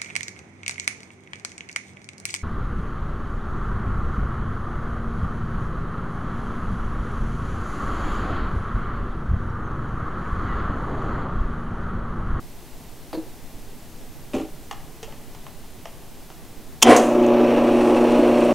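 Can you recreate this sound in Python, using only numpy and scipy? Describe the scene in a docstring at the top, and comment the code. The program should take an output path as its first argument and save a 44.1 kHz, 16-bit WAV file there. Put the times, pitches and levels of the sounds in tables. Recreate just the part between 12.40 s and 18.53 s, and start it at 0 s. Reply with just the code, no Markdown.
"""Still workshop air first: low draught rumble, even hiss and a faint electronic whine at two microphones.
Beside the column of a drill press a bottle wobbles to rest, a hand bumps the machine and the feed clicks:
decaying modes and filtered bursts, with sparse reflections of a cluttered home workshop.
The switch snaps, the induction motor growls up to speed and its starting switch clacks open; then partials
make a steady mains hum, and dense tiny impacts the rattle of belt, pulleys and spindle."""
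import sys
import numpy as np
from scipy import signal
from scipy.fft import rfft, irfft
from scipy.io import wavfile
from scipy.ndimage import uniform_filter1d, minimum_filter1d

SR = 44100
rng = np.random.default_rng(int(sys.argv[2]) if len(sys.argv) > 2 else 0)


def waveform_to_disk(signal):
    """Save audio, clipped to [-1, 1], as 16-bit WAV at the path in sys.argv[1]."""
    frames = np.transpose(np.atleast_2d(signal))
    scaled = np.clip(frames, -1, 1) * 32767
    samples = np.round(scaled).astype(np.int16)
    wavfile.write(sys.argv[1], SR, samples)


N = 270333
T = np.arange(N) / SR
MAINS_HZ, SHAFT_HZ, BELT_HZ = 59.925, 29.92, 4.3  # BELT_HZ: laps of the belt per second
START_S, SPIN_UP_S = 4.425, 0.15
CUTOUT_S = 4.575  # the starting winding drops out


def amp(db):
    """Decibels to gain."""
    return 10 ** (np.asarray(db) / 20)


def evened(x):
    """Scales to an rms of one."""
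    return x / np.sqrt(np.mean(x ** 2) + 1e-20)


def read(points, hz):
    """Reads a curve of (Hz, value) points on a log-frequency axis."""
    f, value = np.transpose(points)
    return np.interp(np.log(hz + 1), np.log(f + 1), value)


def add(mix, s, sound):
    """Mixes a sound in at s seconds."""
    part = mix[round(s * SR):][:len(sound)]
    part += sound[:len(part)]


def since(s):
    """Seconds gone by after a moment, zero before it."""
    return np.maximum(T - s, 0)


def colour(x, points, tilt_db=0, size=4096):
    """Causal minimum-phase filter of unit energy with the given spectrum, falling away beyond its ends."""
    hz = np.abs(np.fft.fftfreq(size, 1 / SR)) + 1
    beyond_octaves = np.abs(np.log2(hz / np.clip(hz, points[0][0], points[-1][0])))
    tilt_octaves = np.log2(np.clip(hz, 500, 6000) / 1000)
    db = np.maximum(read(points, hz) + tilt_db * tilt_octaves - 18 * beyond_octaves, -100)
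    log_spectrum = np.conj(signal.hilbert(np.log(amp(db))))
    taps = np.fft.ifft(np.exp(log_spectrum)).real
    return signal.fftconvolve(x, taps / np.linalg.norm(taps))[:len(x)]


def wander(rate_hz):
    """Slow random drift of rms one: noise with a Gaussian low-pass."""
    s = np.arange(0, T[-1] + 1, 0.001)
    hz = np.fft.rfftfreq(len(s), s[1])
    slow = irfft(rfft(rng.standard_normal(len(s))) * np.exp(-(hz / rate_hz) ** 2), len(s))
    return evened(np.interp(T, s, slow))


def throb(turns, depth):
    """A gain that swells once a turn."""
    return evened(np.exp(depth * np.cos(2 * np.pi * turns)))


def line(turns, waver, waver_hz):
    """A partial of rms one whose strength and phase waver."""
    sway = 1 + waver * (wander(waver_hz) + 1j * wander(waver_hz)) / np.sqrt(2)
    return evened((sway * np.exp(2j * np.pi * (turns + rng.random()))).real)


def swell(peak_s, peak_db, rise_db_per_s, fall_db_per_s):
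    """A gain that starts at switch-on, climbs to one peak and falls away again."""
    below_db = np.maximum(rise_db_per_s * (peak_s - T), fall_db_per_s * (T - peak_s))
    return amp(peak_db - below_db) * (T > START_S)


def burst(t60, spectrum, tilt_db=0):
    """A contact: a dense cluster of modes, made as coloured random signs that die away."""
    t = T[:SR // 2]
    return colour(rng.choice([-1., 1.], len(t)) * amp(-60 * t / t60), spectrum, tilt_db)


def ring(modes, rise_s=0.0011):
    """Decaying modes of a struck body, which take a moment to build up."""
    t = T[:SR // 2]
    tones = sum(amp(db - 60 * t / t60) * np.sin(2 * np.pi * hz * t) for hz, db, t60 in modes)
    return tones * (1 - np.exp(-t / rise_s))


def room(x, wet_db):
    """Adds the workshop's sparse reflections, each band dying at its own speed."""
    # Workshop reverberation. Each row: frequency in Hz, t60 in seconds.
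    reverb_t60 = [(150, 0.072), (600, 0.61), (3000, 0.49), (8000, 0.09), (15000, 0.048)]
    t = T[:SR // 2]
    taps = rng.standard_normal(SR // 2) * (rng.random(SR // 2) < 0.08) * (t > 0.005)
    hz, frame_s, bands = signal.stft(taps, SR, nperseg=256)
    decay = amp(-60 * frame_s / read(reverb_t60, hz)[:, None])
    tail = signal.istft(bands * decay, SR, nperseg=256)[1]
    return x + amp(wet_db) * signal.fftconvolve(x, tail / np.linalg.norm(tail))[:N]


def still_air(level_db=-38):
    """Draught rumble, unlike at the two microphones, under an even hiss and a faint electronic whine."""
    # Spectrum of the still workshop. Each row: frequency in Hz, relative level in dB per Hz.
    air_spectrum = [(4.7, -2), (8.0, -0.5), (19, -5), (25, -11.5), (33, -15.5), (43, -20.5), (167, -19.5),
                    (196, -25), (245, -19.5), (278, -23.5), (419, -25.5), (523, -30), (741, -29.5),
                    (1310, -38), (15500, -43.5)]
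    # How alike left and right are. Each row: frequency in Hz, likeness from 0 to 1.
    likeness = [(20, 0.52), (60, 0.54), (150, 0.98), (400, .99), (1500, 0.94), (3200, 0.9), (5000, 0.77),
                (14000, 0.6)]
    # Electronic whine. Each row: frequency in Hz, rms level in dB.
    whine_tones = [(2000, -72), (12000, -67)]
    hz = np.fft.rfftfreq(N, 1 / SR)
    left, other = rfft(rng.standard_normal((2, N)))
    same = read(likeness, hz)
    right = same * left + np.sqrt(1 - same ** 2) * other
    pair = irfft(np.array([left, right]) * amp(read(air_spectrum, hz)), N)
    whine = sum(amp(db) * np.sqrt(2) * np.sin(2 * np.pi * f * T) for f, db in whine_tones)
    return amp(level_db) * evened(pair) + whine


def knock(blows, modes, contact, contact_t60, contact_db, soften_db_per_s):
    """Several quick blows ring one hollow body; the contact gets softer from blow to blow."""
    out = np.zeros(N)
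    for s, ring_db in blows:
        hardness = amp(contact_db - soften_db_per_s * (s - blows[0][0]))
        add(out, s, amp(ring_db) * ring(modes) + hardness * burst(contact_t60, contact))
    return out


def bottle():
    """A bottle wobbles to rest on a toolbox, each blow ringing low modes under a short contact noise."""
    # Blows. Each row: start in seconds, gain of the ring in dB.
    blows = [(.7303, -35), (.7435, -28.5), (.7500, -42), (.7745, -27), (.7840, -32), (.7935, -35)]
    # Modes. Each row: frequency in Hz, relative level in dB, t60 in seconds.
    modes = [(323, -1.5, 0.12), (336, 0.5, 0.13), (440, -5, 0.058), (500, -4, 0.056), (583, -21, .07),
             (740, -20, .08)]
    # Contact noise. Each row: frequency in Hz, relative level in dB per Hz.
    contact = [(120, -30), (300, 0), (480, 16.5), (850, 2.5), (1600, -6.5), (3200, -15.5), (4450, -5.5),
               (5600, -23), (14000, -24)]
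    return knock(blows, modes, contact, contact_t60=0.082, contact_db=-25.5, soften_db_per_s=330)


def head_bump():
    """A hand bumps the head of the machine, whose modes ring longer than the bottle's."""
    # Blows. Each row: start in seconds, gain of the ring in dB.
    blows = [(1.9345, -36), (1.9415, -25), (1.9495, -23), (1.9640, -26), (1.9820, -34), (1.9970, -26.5),
             (2.0130, -35)]
    # Modes. Each row: frequency in Hz, relative level in dB, t60 in seconds.
    modes = [(98, -14, 0.17), (262, -16, .1), (266, -2.5, 0.19), (316, 2, 0.18), (369, -5, 0.21),
             (409, -3.5, 0.19), (491, -6, 0.11), (578, -1.5, 0.13), (772, -7, 0.15)]
    # Contact noise. Each row: frequency in Hz, relative level in dB per Hz.
    contact = [(100, -33), (300, 9), (700, -13), (1100, -12.5), (1700, -21), (2800, -15), (4500, -28.5),
               (7200, -26.5), (14000, -44)]
    return knock(blows, modes, contact, contact_t60=0.11, contact_db=-26, soften_db_per_s=80)


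def feed_clicks(body_t60=0.064, ping_hz=2795, ping_db=-11, ping_t60=0.022):
    """Light metal clicks, and one soft dull scuff after the second, each with a low ring, ping and bounce."""
    # Clicks and scuff. Each row: start in seconds, level in dB, t60 in seconds, treble tilt in dB per octave,
    # body ring in Hz, body ring in dB relative to the row's level.
    clicks = [(2.3115, -25.5, 0.039, 1.5, 802, -4), (2.6292, -34, 0.061, 6, 448, 5.5),
              (2.678, -44, 0.12, -2, 580, 11), (2.7236, -40, 0.056, 0, 673, -3),
              (2.9483, -37, .025, 2.5, 715, -8), (3.066, -31.5, .024, 0, 760, -19),
              (3.4551, -28, 0.028, 0, 685, -4), (3.9014, -33.5, 0.02, 0, 720, -8)]
    # What the feed rings with. Each row: frequency in Hz, relative level in dB per Hz.
    feed_spectrum = [(200, -27), (500, -1.5), (900, 3.5), (1200, -1.5), (1550, -12), (1950, -7),
                     (2250, -11), (3100, -8.5), (4000, -21), (5300, -19), (6600, -19), (8500, -27),
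                     (12000, -34)]
    bounce_s, bounce_db = 0.0145, -8.5  # the loose handle drops back: delay and relative level
    out = np.zeros(N)
    for s, db, t60, tilt_db, body_hz, body_db in clicks:
        tones = ring([(body_hz, body_db, body_t60), (ping_hz, ping_db, ping_t60)])
        add(out, s, amp(db) * (burst(t60, feed_spectrum, tilt_db) + tones))
        add(out, s + bounce_s, amp(db + bounce_db) * burst(t60, feed_spectrum, tilt_db))
    return out


def contacts(bursts, spectrum):
    """Sprung metal slams and dies away, each row one decaying burst."""
    out = np.zeros(N)
    for s, db, t60 in bursts:
        add(out, s, amp(db) * burst(t60, spectrum))
    return out


def power_switch():
    """The switch snaps over in a few quick contacts, the last the loudest, after a soft lead-in."""
    # Lead-in, then contacts. Each row: start in seconds, level in dB, t60 in seconds.
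    snaps = [(4.4190, -21, .03), (4.4232, -10, .016), (4.4258, -1, 0.053), (4.4292, 3, 0.009),
             (4.4318, 9.5, 0.0093)]
    # Ring of the switch. Each row: frequency in Hz, relative level in dB per Hz.
    switch_spectrum = [(200, -16), (650, -11), (850, -5), (1400, -11), (2100, -15), (3100, 3), (4100, -17),
                       (4900, -9), (5500, -4.5), (7000, -3), (9000, -14.5), (10500, -12.5), (13000, -27),
                       (15500, -21)]
    return contacts(snaps, switch_spectrum)


def starting_switch():
    """The motor's centrifugal starting switch clacks open with a long faint tail, then two faint ticks."""
    # Clack, its tail and two ticks. Each row: start in seconds, level in dB, t60 in seconds.
    clack_and_ticks = [(4.5635, -17.5, 0.081), (4.5760, -33, 0.55), (4.8250, -43, 0.045),
                       (4.8635, -36, 0.027)]
    # Ring of the starting switch. 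Each row: frequency in Hz, relative level in dB per Hz.
    cutout_spectrum = [(1500, -11), (4000, -18), (5200, -11), (6400, -1), (7800, -8), (10000, -18),
                       (12000, -18), (15500, -29)]
    return contacts(clack_and_ticks, cutout_spectrum)


def spin_up():
    """Shaft speed as a share of full: it climbs evenly from switch-on."""
    return np.clip((T - START_S) / SPIN_UP_S, 0, 1)


def run_up(buzz=0.2):
    """Starting torque pulses at twice the mains rate and shakes the head while the belt scuffs."""
    # Colour of the growl. Each row: frequency in Hz, relative level in dB per Hz.
    growl_spectrum = [(120, -22), (200, -33), (232, 7), (270, -0.5), (330, -0.5), (420, -3), (490, 1.5),
                      (610, -3.5), (730, 4.5), (840, -13.5), (950, -5.5), (1300, -15.5), (2600, -18.5),
                      (4200, -30.5)]
    # Colour of the belt scuff. Each row: frequency in Hz, relative level in dB per Hz.
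    scuff_spectrum = [(3000, -8), (6000, -3), (8900, -5), (9500, 1.5), (10100, -10.5), (15000, -27)]
    # both build to a peak and fall away as the rotor catches up
    shaking = swell(peak_s=4.522, peak_db=-5.5, rise_db_per_s=95, fall_db_per_s=180)
    slipping = swell(peak_s=4.505, peak_db=-28.5, rise_db_per_s=220, fall_db_per_s=114)
    growl, scuff = rng.standard_normal((2, N)) * throb(2 * MAINS_HZ * T, buzz)
    return colour(growl * shaking, growl_spectrum) + colour(scuff * slipping, scuff_spectrum)


def impacts(grain_db):
    """Dense clicks of uneven size."""
    size = amp(grain_db * np.minimum(rng.exponential(1, N), 4))
    struck = rng.random(N) < 0.2
    return evened(rng.standard_normal(N) * size * struck)


def rattle(repeat, grain_db, buzz, lurch, wobble):
    """Impacts, partly the same on each belt lap, bunched by torque pulses, pulley wobble and loose play."""
    lap = np.resize(impacts(grain_db)[:round(SR / BELT_HZ)], N)
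    hits = np.sqrt(repeat) * lap + np.sqrt(1 - repeat) * impacts(grain_db)
    torque = throb(2 * MAINS_HZ * T, buzz)
    pulley = throb(SHAFT_HZ * T, wobble)
    loose_play = np.exp(lurch * wander(37.4))
    return evened(hits * torque * pulley * loose_play)


def drive(settle_s=0.23):
    """Belt, pulleys and spindle shake the casting and its sheet-metal cover once they turn."""
    # Colour of the low rumble. Each row: frequency in Hz, relative level in dB per Hz.
    rumble_spectrum = [(90, -40.5), (160, -28.5), (205, -13.5), (250, -0.5), (300, 3.5), (340, 2),
                       (390, -4.5), (440, -1.5), (580, 0), (720, -7), (860, -9.5), (1120, -13),
                       (1300, -18.5), (2200, -43)]
    # Colour of the chatter. Each row: frequency in Hz, relative level in dB per Hz.
    chatter_spectrum = [(900, -8), (1500, 1.5), (1900, 0), (2100, 0), (2600, 4.5), (3000, -0.5),
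                        (3500, -6.5), (4200, -11), (5000, -18), (5700, -10.5), (6800, -21.5), (10000, -34)]
    # Colour of the spindle's hiss. Each row: frequency in Hz, relative level in dB per Hz.
    hiss_spectrum = [(4000, 0.5), (5800, -2), (7200, -1.5), (8400, 0), (9600, -1.5), (11000, -9),
                     (15000, -22)]
    turning = spin_up() ** 2
    # rumble and chatter begin low and settle to their full level
    unsettled = np.exp(-since(CUTOUT_S) / settle_s)
    rumble = rattle(repeat=0.47, grain_db=2.5, buzz=0.1, lurch=0.098, wobble=0.025)
    rumble = rumble * amp(-19 - 5.5 * unsettled)
    chatter = rattle(repeat=0.17, grain_db=1.5, buzz=0.084, lurch=0.16, wobble=0.11)
    chatter = chatter * amp(-35.5 - 9 * unsettled)
    # the hiss comes in slowly, then eases
    hiss = rattle(repeat=0.1, grain_db=0.5, buzz=0.16, lurch=0.15, wobble=0.06)
    hiss = hiss * swell(peak_s=5.45, peak_db=-47, rise_db_per_s=26, fall_db_per_s=2.5)
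    low = colour(rumble * turning, rumble_spectrum)
    return low + colour(chatter * turning, chatter_spectrum) + colour(hiss * turning, hiss_spectrum)


def whistle(start_db=-68, growth_db_per_s=9):
    """One narrow, wavering tone of the spindle that grows as it runs."""
    level_db = start_db + growth_db_per_s * since(START_S)
    return amp(level_db) * spin_up() * line(4280 * T, waver=1.0, waver_hz=18)


def field(attack_s=0.029, inrush_db=5.5, sag_db=-7, dip_db=-6, recover_s=0.18):
    """Hum strength: high on the starting current, sagging with speed, low after the cut-out, then steady."""
    starting_db = inrush_db + sag_db * spin_up() ** 2
    running_db = dip_db * np.exp(-(since(CUTOUT_S) / recover_s) ** 2)
    level_db = uniform_filter1d(np.where(T < CUTOUT_S, starting_db, running_db), size=1500)
    return np.minimum(since(START_S) / attack_s, 1) * amp(level_db)


def motor():
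    """Iron hums on even mains multiples; the shaft, slipping a little behind, adds orders and bearing whine."""
    # Magnetic hum. Each row: multiple of the mains, level in dB, unsteadiness from 0 to 1.
    hum_partials = [(2, -40, 0.08), (4, -21, 0.07), (6, -22.5, 0.32), (8, -29, 0.57), (10, -30.5, 0.24),
                    (12, -40, 1), (14, -37, 1)]
    # Motor shaft and pulley. Each row: multiple of the shaft speed, level in dB.
    shaft_orders = [(5, -51), (6, -44), (10, -33), (11, -28), (14, -37), (15, -36), (19, -30), (20, -34),
                    (23, -44), (24, -40), (31, -60), (33, -39.5), (37, -64)]
    # Dry whine of the bearings. Each row: frequency at full speed in Hz, level in dB.
    bearing_tones = [(1139, -52), (1176, -46), (1276, -53), (1636, -54), (1863, -53.5), (2256, -60),
                     (2568, -69), (2869, -56)]
    speed = spin_up()
    running = np.cumsum(speed) / SR  # seconds' worth of turning at full speed
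    hum = sum(amp(db) * line(k * MAINS_HZ * T, waver, waver_hz=4.3) for k, db, waver in hum_partials)
    shaft = sum(amp(db) * line(k * SHAFT_HZ * running, waver=0.69, waver_hz=2.9) for k, db in shaft_orders)
    bearings = sum(amp(db) * line(hz * running, waver=0.86, waver_hz=8.4) for hz, db in bearing_tones)
    return field() * hum + speed ** 2 * (shaft + bearings)


def scene():
    """Handling noises, then the machine, all close and central in the two-microphone workshop air."""
    handling = room(bottle() + head_bump(), wet_db=-15.5) + room(feed_clicks(), wet_db=-12)
    switches = room(power_switch() + starting_switch(), wet_db=-23.5)
    machine = room(run_up() + drive(), wet_db=-15.5) + motor() + whistle()
    return still_air() + handling + switches + machine


def record(dry, ceiling_db=3, release_db_per_s=250, edge_hz=15800):
    """A limiter rides the loudest peaks and lets go quickly, what passes it clips; then the band limit."""
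    over_db = 20 * np.log10(np.maximum(np.abs(dry).max(0) / amp(ceiling_db), 1))
    held_db = np.maximum.accumulate(over_db + release_db_per_s * T) - release_db_per_s * T
    gain = uniform_filter1d(minimum_filter1d(amp(-held_db), size=31), size=31)
    clipped = np.clip(dry * gain, -1, 1)
    low_pass = signal.firwin(511, edge_hz, window=("kaiser", 9), fs=SR)
    return signal.oaconvolve(clipped, low_pass[None], "same")


dry = scene()
out = record(dry)
waveform_to_disk(out)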